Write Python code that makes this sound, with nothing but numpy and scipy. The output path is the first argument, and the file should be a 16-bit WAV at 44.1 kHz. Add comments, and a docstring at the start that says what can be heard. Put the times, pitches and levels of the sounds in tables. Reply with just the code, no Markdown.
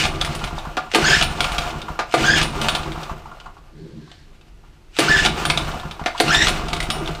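"""A small two-stroke generator on a wooden bench is pulled over by its rope and coasts down without firing.
Each crank turn puffs through the muffler box; the rope whines through its guide; rubbing parts whirr and scrape.
Dogs bang in, loose metal clacks and the handle knocks home: noise bursts through decaying modes.
Once, between pulls, the machine is dragged round on the bench. Steady shed air and a short echo surround it."""
import sys
import numpy as np
from scipy import signal
from scipy.fft import rfft, irfft
from scipy.io import wavfile
from scipy.ndimage import uniform_filter1d

SR = 44100
rng = np.random.default_rng(int(sys.argv[2]) if len(sys.argv) > 2 else 0)


def unload_wav(signal):
    """Save mono or channel-first audio to the path in sys.argv[1] as 16-bit WAV at rate SR, clipped to [-1, 1]."""
    wavfile.write(
        sys.argv[1],
        SR,
        np.round(np.clip(np.atleast_2d(signal).T, -1, 1) * 32767).astype(np.int16),
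    )


N = 317520  # samples

# Levels are relative unless a source's own mix gain is unity.
# Handle landing on the cover or dogs biting: (time [s], level [dB], cover thud [dB re level],
# steel ring [dB re level], contact decay [s], frame thump [dB re level])
KNOCKS = [(0.7693, -17, 6, -44, 0.015, -35), (0.9379, -15, -23, -25, 0.018, -8),
          (0.9475, -3.5, -7.5, -19.5, 0.0096, -18), (0.9566, -22.5, 15, -6, 0.0068, 13),
          (1.9908, -18.5, 6.5, -48, 0.02, -33), (2.1402, -10.5, 3, -19, 0.0098, 1.5),
          (2.1483, -20, -5, -17, 0.009, 4), (4.9879, -2.5, -13.5, -18, 0.0044, -5),
          (4.9936, -10, -5, -7, 0.003, -17), (5.0023, -8.5, -7, -16.5, 0.009, -16),
          (6.0606, -13, 1, -28, 0.014, -34), (6.201, 1.5, -1.5, -21, 0.0033, -31),
          (6.2058, -16, -1, -6.5, 0.0098, 7)]
# Bright clacks of loose metal: (time [s], level [dB], steel ring [dB re level], part pitch [Hz])
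CLACKS = [(.0376, -11, -42, 3440), (.0524, -12, -19, 2400), (.2129, -8, -20.5, 3480),
          (.2482, -13, -15, 2085), (.3505, -19.5, -9, 2860), (.4409, -15, -17, 2250),
          (.9158, -20, -23, 2040), (1.1501, -11, -41, 1930), (1.2121, -6, -37, 2890),
          (1.2252, -5.5, -16, 2655), (1.4057, -6, -20, 3160), (1.4436, -11, -20, 2490),
          (1.5196, -19, -12, 2057), (1.5828, -8.5, -22, 2530), (2.0976, -46, -29, 2590),
          (2.1238, -22.5, -17, 2320), (2.4144, -6, -34, 2550), (2.4278, -11.5, -12, 2614),
          (2.615, -11, -14, 3150), (2.6852, -4.5, -18, 2850), (2.7504, -10, -18.5, 3450),
          (3.4005, -29, -29, 2790), (3.5796, -44.5, -31, 3450), (4.1157, -31.5, -38, 3000),
          (4.4118, -41.5, -38, 2600), (4.9666, -20.5, -20, 2680), (5.25, -3, -21, 2870),
          (5.2602, -4, -32, 3600), (5.4528, -8, -16.5, 3490), (5.5, -2, -22.5, 2330),
          (5.5745, -7.5, -21, 3734), (6.039, -30.5, -35, 1980), (6.1789, -18.5, -23, 3420),
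          (6.2805, -14, -20, 2592), (6.4703, -5, -39, 2750), (6.4826, -6, -13, 2880),
          (6.6843, -17.5, -20, 3310), (6.7315, -10, -20, 2250), (6.7647, -18.5, -20, 3584),
          (6.8034, -14, -14.5, 2040), (6.8274, -17.5, -13, 3675), (6.9023, -9, -17, 3650),
          (7.0758, -17.5, -21, 2810)]
# Dull chuffs as the stalled crank rocks: (time [s], level [dB])
ROCKING_CHUFFS = [(0.863, -30.5), (3.174, -42), (3.257, -30), (3.314, -32.5), (3.459, -28.5), (3.568, -39),
                  (4.077, -47), (4.636, -48), (6.149, -25)]
# Rope whine per pull: (start [s], step up [s], thin out [s], end [s], first strand rate [Hz],
# rate after step [Hz], late rate [Hz], level [dB], overtones [dB])
WHINES = [(1.028, 1.049, 1.154, 1.206, 1430, 1660, 1720, -16.5, 0),
          (2.236, 2.247, 2.38, 2.41, 1438, 1650, 1740, -16, -1),
          (5.08, 5.086, 5.215, 5.25, 1499, 1710, 1740, -16.5, -3.5),
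          (6.283, 6.306, 6.455, 6.478, 1410, 1710, 1930, -16.5, -0.5)]
# Rewinding starter clips the cup: (time [s], level [dB])
CUP_TAPS = [(.213, -40), (1.406, -32), (2.685, -35), (5.453, -25), (6.902, -20)]
# Machine turned on the bench: (time [s], feet judder [dB], sleeve rustle [dB])
DRAG = [(3.7, -78, -78), (3.804, -45.5, -57.5), (3.98, -47, -59), (4.056, -62, -56.5), (4.098, -55, -52.5),
        (4.154, -76, -53.5), (4.32, -91, -85)]
# Pulls: (dogs bite [s], dogs let go [s], last puff [s], crank speed at last puff [turns/s],
# slowing [turns/s per s], effort [dB], cup ring [dB], mid rewind [s], rewind rattle [dB])
PULLS = [ (-.22, .051, .671, 4.8, 30.8, 2, -33, 0.34, -33),
         (.946, 1.226, 1.903, 5.0, 27.8, 2.5, -18, 1.506, -32),
         (2.139, 2.428, 3.114, 5.45, 25.1, 2, -28, 2.72, -32),
         (4.987, 5.26, 6.014, 3.4, 34.3, 2, -27, 5.5, -34.5),
         (6.199, 6.485, 7.208, 8.47, 25.3, 1.5, -42, 6.37, -30.5)]
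# Shape of every pull: (share of bite-to-release time, whirr [dB], scrape [dB], bench rumble [dB])
HAUL = [(0.0, -50, -45, -47), (.15, -31.5, -29, -25.5), (.4, -29, -24, -29), (.6, -33.5, -24, -30),
        (.8, -38.5, -21.5, -28.5), (1.0, -42.5, -26.5, -33), (1.15, -50, -44.5, -35)]
# Coasting at full speed: (whirr [dB], scrape [dB], bench [dB], feet [dB])
COAST_DB = [-36, -37, -30, -31]
# Level change with speed: (whirr, scrape, bench, feet) [dB per dB of speed]
COAST_SLOPE = [0.35, 0.67, 0.99, 0.57]
# Only hands on the machine: (whirr [dB], scrape [dB], bench [dB], feet [dB])
REST_DB = [-68, -65, -66, -45]

# Modes of starter cover: (frequency [Hz], level [dB], t60 [s])
COVER_MODES = [(703.7, -5, 0.078), (739.3, -6.5, 0.092), (853, -1.5, 0.029), (1002, -9, 0.032),
               (1190, -3, 0.041), (1415, -3.5, 0.026)]
# Modes of loose metal parts: (frequency [Hz], level [dB], t60 [s])
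METAL_MODES = [(1540, -4, .06), (1739, -10, .1), (2083, -12, .1), (2250, -12, .12), (2449, -10, .12),
               (2584, -8, .2), (2767, -10, .1), (3278, -6, .07), (3634, -6, .07), (4100, -9, .08),
               (4850, -12, .08), (6050, -14, .07)]
# Modes of steel on steel: (frequency [Hz], level [dB], t60 [s])
STEEL_MODES = [(7693, -8, .08), (9080, -4, .1), (9250, -2, .18), (9420, -3, .1), (9650, -4, .07),
               (9900, -6, .07), (10090, -6, .08), (13300, -9, .07), (13620, -9, .13), (13900, -10, .08),
               (14300, -11, .07)]
# Modes of starter cup: (frequency [Hz], level [dB], t60 [s])
CUP_MODES = [(2906, -4, .5), (2935, -6, .3), (5430, -8, .4), (9170, -7, .4), (9290, -8, .25),
             (13650, -17, .2)]
# Modes of tube frame: (frequency [Hz], level [dB], t60 [s])
FRAME_MODES = [(333, 0.5, 0.17), (436, 2.5, 0.11), (488, 2.5, 0.071), (626, -12.5, 0.016)]
# Modes of wooden bench: (frequency [Hz], level [dB], t60 [s])
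BENCH_MODES = [(153.4, -2, 0.13), (219.3, -8, 0.099), (321, 0, 0.062), (367, -13, 0.12)]
# Modes of machine on its feet: (frequency [Hz], level [dB], t60 [s])
FEET_MODES = [(27.5, -2, 0.57), (42.2, 1, 0.27), (71, -9, 0.12)]
# Modes of muffler box: (frequency [Hz], level [dB], t60 [s])
MUFFLER_MODES = [(38.8, -10.5, 0.086), (70.5, -12, 0.11), (152, -5.5, 0.082), (235, -12.5, 0.027)]

# Crack of a clack: (frequency [Hz], density [dB per Hz])
CRACK = [(760, -22), (1300, -1), (1800, -13.5), (2410, -2.5), (2670, -5), (3350, -1.5), (4410, -7),
         (9000, -22), (11700, -66), (19800, -120)]
# Crack of a heavy knock: (frequency [Hz], density [dB per Hz])
CLUNK = [(150, -28), (250, 1), (720, -2.5), (1060, -7), (2190, -2), (3320, -3.5), (4610, -7.5), (7900, -23),
         (13100, -73), (15800, -41)]
# Top edge of blows: (frequency [Hz], density [dB per Hz])
SPIT = [(4500, -30), (7000, -3), (9500, 0), (11500, -12), (14000, -16), (15800, -28)]
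# Rubbing scrape: (frequency [Hz], density [dB per Hz])
SCRAPE = [(820, -36), (1400, -8), (2320, -5), (2910, -1.5), (3220, -8), (5510, -13), (8600, -18.5),
          (9330, -27.5), (15800, -40.5)]
# Air in the shed: (frequency [Hz], density [dB per Hz])
SHED = [(53, -25.5), (90, -21.5), (161, 17), (209, -11), (329, 9.5), (578, -4), (702, -1), (4320, -11.5),
        (14500, -25.5), (15800, -48)]
# Whirr, sleeve cloth, chuff breath: (frequency [Hz], density [dB per Hz])
WHIRR = [(350, -1), (500, 7.5), (1400, 8.5), (2000, -9.5), (3000, -19.0)]
CLOTH = [(1500, -3), (2500, -13), (4300, -7.5), (5500, -15), (9000, -25), (12000, -60)]
BREATH = [(450, -33.5), (700, 11.5), (1000, 17.5), (1400, 13), (2200, -52.5)]

SHED_DB, SHED_T60_S, SHED_WET_DB = -55.5, 0.27, -10
TOP_HZ = 15500
BITE_TURNS_PER_S, FULL_TURNS_PER_S = 10.9, 25.1
RUN_UP_POWER = 2.25  # most speed is gained late in the pull
SETTLE_DB_PER_S = 38  # once the crank stalls
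REWIND_S, REWIND_SCRAPE_DB = 0.12, -0.5  # scrape re whirr
PUFF_DB, HAULED_PUFF_DB, PUFF_SCATTER_DB = -16, -10, 0.5
CHUFF_LEAD_S, CHUFF_DECAY_S = 0.019, 0.015  # lead: ahead of each puff
CHUFF_DB, CHUFF_SLOPE, CHUFF_EDGE_DB = -30.5, -0.53, -12  # slope: dB per dB of speed, clearer when slow
TICK_TURN = 0.53  # part of a turn before each puff
TICK_DB, TICK_SLOPE, TICK_STEEL_DB, TICK_HZ = -30, -0.71, -22, 3634  # slope: dB per dB of speed
CLACK_THUD_DB, CLACK_DECAY_S = -7, 0.008
SLACK_DB, SLACK_RISE_S = -29, 0.021
WHINE_STEP_S, WHINE_FIRST_DB, WHINE_THIN_DB = 0.012, -2.5, -9.5
THROB_DB, THROB_TURN = 2.5, 0.18  # slow crank is loudest this far past a puff, quiet against compression


def undb(db):
    """Amplitude gain of a level in dB."""
    return 10 ** (np.asarray(db) / 20)


def unit(x):
    """Scale to RMS 1."""
    return x / np.sqrt(np.mean(x ** 2))


def colour(x, table):
    """Shape by (frequency [Hz], density [dB]) points; white noise keeps its power."""
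    hz, db = np.transpose(table)
    bins_hz = np.fft.rfftfreq(N, 1 / SR)
    gain = undb(np.interp(np.log(bins_hz + 1), np.log(hz), db, left=-90))
    return irfft(rfft(x) * unit(gain), N)


def response(modes):
    """Spectrum of summed decaying cosines, low-passed at 6.6 times the last mode."""
    cycles = np.fft.rfftfreq(N)  # per sample
    back = np.exp(-2j * np.pi * cycles)
    twice = back ** 2
    out = 0
    for hz, db, t60_s in modes:
        r = np.exp(-np.log(1000) / t60_s / SR)
        c = np.cos(2 * np.pi * hz / SR)
        out = out + undb(db) / (1 - 2 * r * c * back + r * r * twice)
    low_pass = (1 + 1j * cycles * SR / (6.6 * modes[-1][0])) ** 2
    return out * (1 - twice) / 2 / low_pass


def ring(x, modes):
    """Excite modes at their own gain."""
    return irfft(rfft(x) * response(modes), N)


def body(x, modes):
    """Excite modes scaled so that white noise keeps its power."""
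    gain = response(modes)
    return irfft(rfft(x) * gain / np.sqrt(np.mean(np.abs(gain) ** 2)), N)


def noise():
    """White noise, RMS near 1."""
    return rng.standard_normal(N)


def walk(rate_hz):
    """Random levels, one per 1 / rate_hz, joined by slews; RMS 1."""
    k = int(SR / rate_hz)
    steps = np.repeat(rng.standard_normal(N // k + 1), k)
    return unit(uniform_filter1d(steps, k)[:N])


def grit(spread_db):
    """Dense contacts of uneven size, RMS 1."""
    return unit(noise() * undb(spread_db * walk(600)))


def bursts(s, db, decay_s, snap_db=-40):
    """Envelope of sudden contacts: exponential decay plus a snap within the first millisecond."""
    out = np.zeros(N)
    for start, size, tau in zip(s, undb(db), np.clip(decay_s, .001, .1)):
        i = int(start * SR)
        t = np.arange(min(N - i, int(8 * tau * SR))) / SR
        out[i:i + len(t)] += size * (np.exp(-t / tau) + undb(snap_db) * np.exp(-t / 0.00032))
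    return out


def pushes(s, db, width_s):
    """Short smooth force pulses."""
    kicks = np.zeros(N)
    kicks[(s * SR).astype(int)] = undb(db)
    return np.convolve(kicks, np.hanning(int(width_s * SR)))[:N]


def crank(pull, t):
    """Speed [turns/s]: runs up under the rope, then falls steadily."""
    bite, free, last, end, slowing = pull[:5]
    share = np.clip((t - bite) / (free - bite), 0, 1) ** RUN_UP_POWER
    coast = np.minimum(end + slowing * (last - np.maximum(t, free)), FULL_TURNS_PER_S)
    return np.maximum(BITE_TURNS_PER_S + (coast - BITE_TURNS_PER_S) * share, .1)


def turns(before=0.):
    """(time [s], speed [dB re full], still hauled) where the crank is `before` turns ahead of a puff."""
    rows = []
    for pull in PULLS:
        # integrate speed backwards from the last puff
        t = np.arange(max(pull[0], 0) + .03, pull[2], 1e-4)[::-1]
        left = np.cumsum(crank(pull, t)) * 1e-4
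        times = np.interp(np.arange(before, left[-1]), left, t)[::-1]
        for s in times[times < N / SR]:
            rows.append((s, 20 * np.log10(crank(pull, s) / FULL_TURNS_PER_S), s < pull[1]))
    return np.transpose(rows)


def motion():
    """Whirr, scrape, bench and feet [dB]: rest, coast, haul and rewind add as power."""
    t = np.arange(N) / SR
    power = undb(REST_DB)[:, None] ** 2 * np.ones(N)
    share, *haul = np.transpose(HAUL)
    puffs = turns()[0]
    turn = np.interp(t, puffs, np.arange(len(puffs)))
    throb = THROB_DB * np.cos(2 * np.pi * (turn - THROB_TURN))
    for pull in PULLS:
        bite, free, last, _, _, effort_db, _, rewind, rewind_db = pull
        progress = (t - bite) / (free - bite)
        speed_db = 20 * np.log10(crank(pull, np.minimum(t, last)) / FULL_TURNS_PER_S)
        settle_db = SETTLE_DB_PER_S * np.maximum(t - last, 0)
        coast_db = np.outer(COAST_SLOPE, speed_db) + np.c_[COAST_DB] - settle_db
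        coast_db[:3] += throb * np.clip(-speed_db / 28.0, 0, 1) * (t < last)  # feet do not throb
        power += np.clip(progress, 0, 1) ** 2 * undb(2 * coast_db)
        for k, db in enumerate(haul):
            power[k] += undb(2 * np.interp(progress, share, db + effort_db, left=-99, right=-99))
        bump = undb(2 * rewind_db) * np.exp(-((t - rewind) / REWIND_S) ** 2)
        power[:2] += bump * undb([[0], [2 * REWIND_SCRAPE_DB]])
    return 10 * np.log10(power)


def shed_air():
    """Steady coloured noise."""
    return undb(SHED_DB) * colour(noise(), SHED)


def shed_echo(machine):
    """Decaying noise tail; timber walls swallow the treble."""
    t = np.arange(int(.4 * SR)) / SR
    tail = rng.standard_normal(len(t)) * np.exp(-np.log(1000) * t / SHED_T60_S) * (t > .004)
    tail = signal.lfilter([1], [1, -.4], tail)
    echo = signal.fftconvolve(machine, tail / np.sqrt(np.sum(tail ** 2)))[:N]
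    return undb(SHED_WET_DB) * echo


def drag():
    """Juddering rubber feet push the bench softly; a sleeve rustles."""
    s, *columns = np.transpose(DRAG)
    t = np.arange(N) / SR
    judder, rustle = (np.interp(t, s, undb(db), left=0, right=0) for db in columns)
    push = uniform_filter1d(judder * grit(3.9), size=60)
    return undb(12.0) * body(push, BENCH_MODES) + rustle * colour(grit(1.5), CLOTH)


def slack():
    """Rasp swelling up to each bite as the slack rope runs out."""
    t = np.arange(N) / SR
    swell = sum(np.exp(np.minimum(t - p[0], 0) / SLACK_RISE_S) * (t < p[0]) for p in PULLS)
    return colour(undb(SLACK_DB) * swell * grit(2.5), SCRAPE)


def cup():
    """Noise bursts ring the cup when the dogs let go and when the rewinding starter clips it."""
    s, db = np.hstack([np.transpose(PULLS)[[1, 6]], np.transpose(CUP_TAPS)])
    return body(bursts(s, db, np.full(len(s), .015)) * noise(), CUP_MODES)


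def frame():
    """Heavy knocks give the tube frame a short push."""
    s, db, *_, frame_db = np.transpose(KNOCKS)
    return undb(-34) * ring(pushes(s, db + frame_db, 0.0014), FRAME_MODES)


def blows(table, crack, ring_db, crack_db, thud_db, steel_db, spit_db):
    """Contacts crack, ring metal parts and thud in the cover; steel on steel adds a top edge."""
    s, db, low_db, top_db, decay_s = np.transpose(table)[:5]
    high = bursts(s, db, decay_s, 0.68) * grit(0.51)
    low = bursts(s, db + low_db, decay_s, 1.45) * noise()
    top = bursts(s, db + top_db, 1.8 * decay_s) * noise()
    bright = undb(ring_db) * body(high, METAL_MODES) + undb(crack_db) * colour(high, crack)
    steel = undb(steel_db) * body(top, STEEL_MODES) + undb(steel_db - 2.0) * body(top, CUP_MODES)
    spit = undb(spit_db) * colour(top, SPIT)
    return bright + steel + spit + undb(thud_db) * body(low, COVER_MODES)


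def clack_rows():
    """Loose clacks and coasting-crank ticks, as rows for blows() and pings()."""
    ticks = [(s, TICK_DB + TICK_SLOPE * speed_db, TICK_STEEL_DB, TICK_HZ)
             for s, speed_db, hauled in turns(TICK_TURN).T if not hauled]
    return [(s, db, CLACK_THUD_DB, steel_db, CLACK_DECAY_S, hz)
            for s, db, steel_db, hz in sorted(list(CLACKS) + ticks)]


def pings(table):
    """Each loose part sounds a short, rough sine."""
    s, db, _, _, decay_s, hz = np.transpose(table)
    latest = np.clip(np.searchsorted(s, np.arange(N) / SR) - 1, 0, None)
    tone = np.sin(2 * np.pi * np.cumsum(hz[latest]) / SR)
    return undb(-8) * bursts(s, db, 1.08 * decay_s) * walk(500) * tone


def turning():
    """Rubbing parts shake cover, metal, bench and feet, never evenly."""
    whirr_db, scrape_db, bench_db, feet_db = motion()
    shake_db = 2.5 * walk(30)
    roll = grit(2.9) * undb(whirr_db + shake_db)
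    whirr = undb(-5.5) * body(roll, COVER_MODES) + undb(-1.5) * colour(roll, WHIRR)
    rub = grit(1.0) * undb(scrape_db + shake_db)
    scrape = undb(-17.5) * body(rub, METAL_MODES) + undb(-32.5) * body(rub, STEEL_MODES)
    scrape = scrape + undb(-1.0) * colour(rub, SCRAPE)
    bench = body(undb(bench_db + 3.57 * walk(25)) * noise(), BENCH_MODES)
    feet = undb(feet_db) * unit(ring(noise(), FEET_MODES))
    return whirr + scrape + bench + feet


def rope():
    """Strands strike the guide in turn: a wavering, patchy pitch whose overtones smear into noise."""
    t = np.arange(N) / SR
    pitch_hz, edge_db, gain = np.zeros(N), np.zeros(N), np.zeros(N)
    for start, step, thin, end, first_hz, hz, late_hz, db, over_db in WHINES:
        now = t > start - .1  # each later pull takes over
        pitch_hz[now] = np.interp(t[now], [step, step + WHINE_STEP_S, thin], [first_hz, hz, late_hz])
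        edge_db[now] = over_db
        level_db = db + WHINE_FIRST_DB * (t < step) + WHINE_THIN_DB * (t > thin)
        gain += undb(level_db) * (t > start) * (t < end)
    waver = 1 + .025 * walk(300) + .012 * walk(40)
    phase = 2 * np.pi * np.cumsum(pitch_hz * waver) / SR
    out = 0
    for k, overtone_db in enumerate([-2, -7, -9, -13]):
        smear = (.62 + .45 * k) * walk(450)
        patchy_db = overtone_db + edge_db * (k > 0) + 4.5 * walk(200)
        out = out + undb(patchy_db) * np.sin((k + 1) * phase + smear)
    out = uniform_filter1d(gain, size=700) * out
    return out + undb(-18.5) * body(out, METAL_MODES)


def chuffs():
    """Soft noise blows inside the cover, with little metal, before puffs and as the crank rocks."""
    s, speed_db, _ = turns()
    before_puffs = [np.maximum(s - CHUFF_LEAD_S, 0), CHUFF_DB + CHUFF_SLOPE * speed_db]
    s, db = np.hstack([np.transpose(ROCKING_CHUFFS), before_puffs])
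    decay_s = np.full(len(s), CHUFF_DECAY_S)
    soft = bursts(s, db, decay_s) * noise()
    edge = colour(bursts(s, db + CHUFF_EDGE_DB, decay_s) * noise(), SCRAPE)
    return undb(-10.0) * body(soft, COVER_MODES) + undb(-3) * colour(soft, BREATH) + undb(-7.5) * edge


def muffler():
    """A short push of air each turn rings the muffler box; a hiss follows it out."""
    s, _, hauled = turns()
    db = np.where(hauled, HAULED_PUFF_DB, PUFF_DB) + PUFF_SCATTER_DB * rng.standard_normal(len(s))
    push = pushes(s, db, 0.0032)
    boom = undb(-37.5) * ring(push, MUFFLER_MODES)
    hiss = undb(-17.5) * body(bursts(s, db, np.full(len(s), .015)) * noise(), COVER_MODES)
    shake = undb(-59.5) * ring(push, FEET_MODES)  # piston rocks the machine on its feet
    return boom + shake + hiss


def scene():
    """Machine, its echo and the shed air, one channel."""
    loose = clack_rows()
    knocks = blows(KNOCKS, CLUNK, ring_db=-20.0, crack_db=-4.5, thud_db=-2.5, steel_db=-40.5, spit_db=-3.0)
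    clacks = blows(loose, CRACK, ring_db=-25.0, crack_db=-7.5, thud_db=-5, steel_db=-13.0, spit_db=-7.0)
    hits = knocks + frame() + cup() + clacks + pings(loose)
    machine = drag() + slack() + hits + turning() + rope() + chuffs() + muffler()
    return (machine + shed_echo(machine) + shed_air())[None]


def record(dry):
    """Round the loudest peaks by tanh, then low-pass steeply at TOP_HZ."""
    rounded = np.tanh(0.86 * dry) / 0.97
    return signal.sosfilt(signal.ellip(10, .2, 80, TOP_HZ, fs=SR, output="sos"), rounded)


dry = scene()
out = record(dry)
unload_wav(out)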